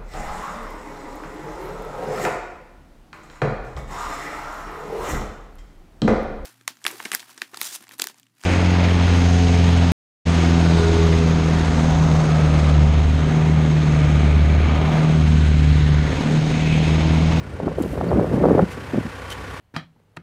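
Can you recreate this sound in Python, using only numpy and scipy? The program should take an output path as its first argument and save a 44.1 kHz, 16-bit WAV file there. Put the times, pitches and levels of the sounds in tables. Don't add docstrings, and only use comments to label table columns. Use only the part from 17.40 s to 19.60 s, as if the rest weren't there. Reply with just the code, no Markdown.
import sys
import numpy as np
from scipy import signal
from scipy.fft import rfft, irfft
from scipy.io import wavfile
from scipy.ndimage import uniform_filter1d

SR = 44100
rng = np.random.default_rng(int(sys.argv[2]) if len(sys.argv) > 2 else 0)


def unload_wav(signal):
    wavfile.write(
        sys.argv[1],
        SR,
        np.round(np.clip(np.atleast_2d(signal).T, -1, 1) * 32767).astype(np.int16),
    )


N = 97020

# pitch_hz, rms_level_db
HUM_PARTIALS = [(62.8,-42),(94,-40.5),(137,-52.5),(275,-52),(502,-55.5)]
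# frequency_hz, relative_level_db
WHIRR_SPECTRUM = [(65, 0.5), (110, -2), (188, -7.5), (274, -7.5), (358, -8.5), (499, -3), (666, -13),
                  (739, -8.5), (1140, -7), (1290, -12), (1400, -6.5), (1760, -11), (3420, -21),
                  (10900, -36), (15500, -51)]
# pitch_hz, rms_level_db
WHIRR_RINGS = [(1136,-51.5),(1470,-56),(1653,-61.5),(1810,-52),(2050,-55.5),(2290,-56),(2541,-60),(2717,-61.5),(3098,-60.5)]
# pitch_hz, rms_level_db
WHINE_RINGS = [(6035,-83),(8592,-67.5)]
# time_s, gain_db
WHIRR_RISE = [(0,-7),(.3,-5.5),(.6,-4),(1.0,-3),(1.4,-1),(1.8,0),(2.2,0.5)]

# centre_s, width_s, level_db
SWISHES = [(.432,0.0066,-45.5),(0.529,0.0041,-46),(.95,0.015,-51),(1.322,0.016,-45),(1.9042,0.002,-37),(1.921,0.011,-37),(2.16,0.072,-56)]
# frequency_hz, relative_level_db
CLOTH_SPECTRUM = [(1200,-5),(2200,8.5),(2900,11.5),(4000,5.5),(5800,2),(8000,-0.5),(12000,-2),(15500,-16)]
# frequency_hz, relative_level_db
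TICK_SPECTRUM = [(2500,-14),(5500,-10),(8500,2),(11000,-6),(15500,-6)]
# peak_s, peak_level_db, pitch_hz
SQUEAKS = [(.143,-56,8900),(.69,-45,4460),(1.916,-42,5960),(1.921,-34.5,3050)]

# time_s, level_db
RUMBLE_LEVEL = [(0,-39),(.3,-39.5),(.7,-26.5),(1.08,-25),(1.2,-33),(1.3,-51.5),(1.6,-28.5),(1.75,-76),(2.2,-65)]
# frequency_hz, relative_level_db
RUMBLE_SPECTRUM = [(20,-60),(40,-3.5),(65,0),(95,-1),(150,5.5),(400,-61.5)]
# peak_s, peak_level_db, pitch_hz
THUDS = [(.14,-22.5,74),(.37,-25.5,64.6),(.515,-22,63.7),(.585,-18.5,86),(.733,-13,77)]
# time_s, level_db
POWDER_LEVEL = [(.34,-85),(.39,-55),(.44,-55),(.54,-55.5),(.60,-63)]
# frequency_hz, relative_level_db
POWDER_SPECTRUM = [(3000,-18),(6000,-4),(12000,-2.5),(15500,-12)]
# time_s, level_db
TREAD_WEIGHT = [(0,-47),(.19,-42.5),(.275,-31),(.35,-42.5),(.40,-34.5),(.49,-38.5),(.62,-32),(.70,-30),(.78,-24),(.90,-32),(.94,-26),(1.0,-29.5),
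                (1.11,-23.5),(1.165,-25),(1.235,-26),(1.255,-42.5),(1.35,-46.5),(1.38,-38.5),(1.41,-49),(1.52,-50),(1.55,-29),(1.62,-61),(1.665,-41),(1.71,-60),(2.2,-50)]
# frequency_hz, relative_level_db
GRAIN_SPECTRUM = [(50,-32.5),(100,-15),(160,0),(260,-6.5),(520,-7.5),(800,-20.5),(1300,-28),(2200,-39.5),(5000,-103)]
# peak_s, fundamental_level_db, pitch_hz
SLIPS = [(.2015,-14,580),(.232,-15.5,440),(.2708,-10,348),(.2801,-13.5,560),(.2845,-17,448),(.295,-32,520),(.317,-18,414),
         (.378,-24,480),(.385,-10.5,444),(.4034,-12.5,304),(.4118,-10,283),
         (.4389,-17.5,556),(.451,-14,217),(.4611,-16.5,350),(.5345,-16,320),(.556,-19,495),(.5765,-15,473),(.6085,-26,412),(.6121,-9.5,650),(.626,-15,265),
         (.6424,-16.5,443),(.6675,-20,403),(.7163,-10,710),(.724,-14.5,407),(.7309,-11,476),
         (.7475,-18,377),(.759,-10.5,228),(.773,-9.5,290),(.7856,-6.5,225),(.7961,-8,510),(.813,-15,460),(.8335,-15.5,347),(.845,-12,457),(.9255,-20.5,330),(.941,-7,228),
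         (.979,-12,368),(1.0125,-9,417),(1.022,-7,231),(1.037,-17,850),(1.0401,-5.5,423),(1.045,-7.5,515),(1.0552,-5.5,660),(1.0595,-6,560),(1.0682,-10,272),(1.086,-5.5,533),(1.0983,-22,300),(1.1079,-7,444),
         (1.1151,-2.5,273),(1.1283,-10,208),(1.1517,-3.5,340),(1.1812,-6.5,516),(1.1923,-3.5,724),(1.1945,-8.5,1470),(1.196,-5,680),(1.203,-14,410),(1.2245,-8,194),(1.2369,-8.5,201),
         (1.378,-22,260),(1.5368,-12,287),(1.5454,-16,354),(1.5628,-16.5,210),(1.5777,-12,246),(1.5845,-9,313),(1.6098,-21,296),(1.655,-19.5,209),(1.6665,-20,231)]

WHIRR_DB, RING_WIDTH_HZ, THROB_DEPTH = -35.5, 16, 0.2
CLOTH_GRAIN_S, CLOTH_GRAIN_DB = 0.00067, 2.7
TICK_S, TICK_DB, TICK_DECAY_S = 0.4235, -32, 0.0022
SQUEAK_CYCLES, SQUEAK_ROUGH = 26, 0.04
THUD_RISE_CYCLES, THUD_DECAY_CYCLES = 0.72, 0.58
POWDER_SPREAD_DB = 3.5
GRAINS_PER_S, GRAIN_SPREAD_DB, GRAIN_DB = 2000, 4, 6.5
SLIP_RISE_CYCLES, SLIP_DECAY_CYCLES = 0.581, 0.94
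SLIP_SAG, SLIP_ROUGH = 0.19, 0.19
SLIP_EDGE_DB = -10.5
SLIP_BODY_DB = -9.5
MUFFLE_HZ = 1470
LOW_CUT_HZ, TOP_HZ = 49, 15650


def undb(db):
    return 10 ** (np.asarray(db) / 20)


def times():
    return np.arange(N) / SR


def fader(points):
    time_s, level_db = np.array(points).T
    return undb(np.interp(times(), time_s, level_db))


def colour(x, points):
    hz, db = np.array(points).T
    f = np.maximum(np.arange(N // 2 + 1) * SR / N, 1)
    gain = undb(np.interp(np.log(f), np.log(hz), db))
    gain = gain / np.sqrt(1 + (hz[0] / 2 / f) ** 4)
    cepstrum = irfft(np.log(gain), N)
    cepstrum[1:N // 2] *= 2
    cepstrum[N // 2 + 1:] = 0
    y = irfft(rfft(x) * np.exp(rfft(cepstrum)), N)
    return y / y.std()


def noise(points):
    return colour(rng.standard_normal(N), points)


def ring(hz):
    pole = np.exp((2j * hz - RING_WIDTH_HZ) * np.pi / SR)
    y = signal.lfilter([1], [1, -pole], rng.standard_normal(N)).real
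    return y / y.std()


def damped_rings(table, rise, decay, sag=0, edge=0, rough=0, body=0):
    out = np.zeros(N)
    waver = uniform_filter1d(rng.standard_normal(N), size=48)
    waver = rough * waver / waver.std()
    for at, db, hz in table:
        start = max(int((at - (2 + 2 * rise) / hz) * SR), 0)
        stop = min(int((at + 10 * decay / hz) * SR), N)
        i = np.arange(start, stop)
        cycles = (i / SR - at) * hz
        onset = np.exp(-(cycles / rise) ** 2)
        dying = np.exp(0.5 - np.hypot(0.5, cycles / decay))
        envelope = np.where(cycles < 0, onset, dying)
        pitch_hz = hz * (1 + waver[i] - sag * np.tanh(cycles))
        angle = 2 * np.pi * (rng.random() + np.cumsum(pitch_hz) / SR)
        tone = envelope * (np.cos(angle) + body * np.sin(angle / 2))
        overtone = edge * envelope ** 3 * np.sin(2 * angle)
        out[i] += undb(db) * (tone + overtone)
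    return out


def engine():
    t = times()
    hum = np.zeros(N)
    for hz, db in HUM_PARTIALS:
        hum += undb(db) * np.sqrt(2) * np.sin(2 * np.pi * (hz * t + rng.random()))
    whirr = undb(WHIRR_DB) * noise(WHIRR_SPECTRUM)
    whirr += sum(undb(db) * ring(hz) for hz, db in WHIRR_RINGS)
    whine = sum(undb(db) * ring(hz) for hz, db in WHINE_RINGS)
    firing_hz = HUM_PARTIALS[0][0] / 2
    throb = 1 + THROB_DEPTH * np.sin(2 * np.pi * firing_hz * t)
    return hum + (whine + whirr) * fader(WHIRR_RISE) * throb


def cloth_swishes():
    t = times()
    rub = sum(undb(db) * np.exp(-0.5 * ((t - at) / width) ** 2) for at, width, db in SWISHES)
    weave = uniform_filter1d(rng.standard_normal(N), int(CLOTH_GRAIN_S * SR))
    rub = rub * undb(CLOTH_GRAIN_DB * weave / weave.std())
    return rub * noise(CLOTH_SPECTRUM)


def small_tick():
    t = times()
    decay = (t > TICK_S) * np.exp(-np.abs(t - TICK_S) / TICK_DECAY_S)
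    return undb(TICK_DB) * decay * noise(TICK_SPECTRUM)


def snowsuit():
    squeaks = damped_rings(SQUEAKS, SQUEAK_CYCLES, SQUEAK_CYCLES, rough=SQUEAK_ROUGH)
    return cloth_swishes() + small_tick() + squeaks


def ground():
    thuds = damped_rings(THUDS, THUD_RISE_CYCLES, THUD_DECAY_CYCLES)
    return thuds + noise(RUMBLE_SPECTRUM) * fader(RUMBLE_LEVEL)


def loose_powder():
    crystals = rng.standard_normal(N) * undb(POWDER_SPREAD_DB * rng.standard_normal(N))
    return colour(crystals, POWDER_SPECTRUM) * fader(POWDER_LEVEL)


def collapsing_grains():
    breaks = rng.random(N) < GRAINS_PER_S / SR
    sizes = undb(GRAIN_SPREAD_DB * rng.standard_normal(N))
    clicks = breaks * rng.choice([-1, 1], N) * sizes
    return colour(clicks, GRAIN_SPECTRUM) * fader(TREAD_WEIGHT) * undb(GRAIN_DB)


def snow_slips():
    slips = damped_rings(SLIPS, SLIP_RISE_CYCLES, SLIP_DECAY_CYCLES, SLIP_SAG,
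                         undb(SLIP_EDGE_DB), SLIP_ROUGH, undb(SLIP_BODY_DB))
    muffling = signal.butter(4, MUFFLE_HZ, fs=SR, output="sos")
    return signal.sosfilt(muffling, slips)


def boots():
    return ground() + loose_powder() + collapsing_grains() + snow_slips()


def scene():
    return (engine() + snowsuit() + boots())[None]


def record(dry):
    bass_cut = signal.butter(3, LOW_CUT_HZ, "high", fs=SR, output="sos")
    top_cut = signal.ellip(10, 0.2, 80, TOP_HZ, fs=SR, output="sos")
    return signal.sosfilt(top_cut, signal.sosfilt(bass_cut, dry))


dry = scene()
out = record(dry)
unload_wav(out)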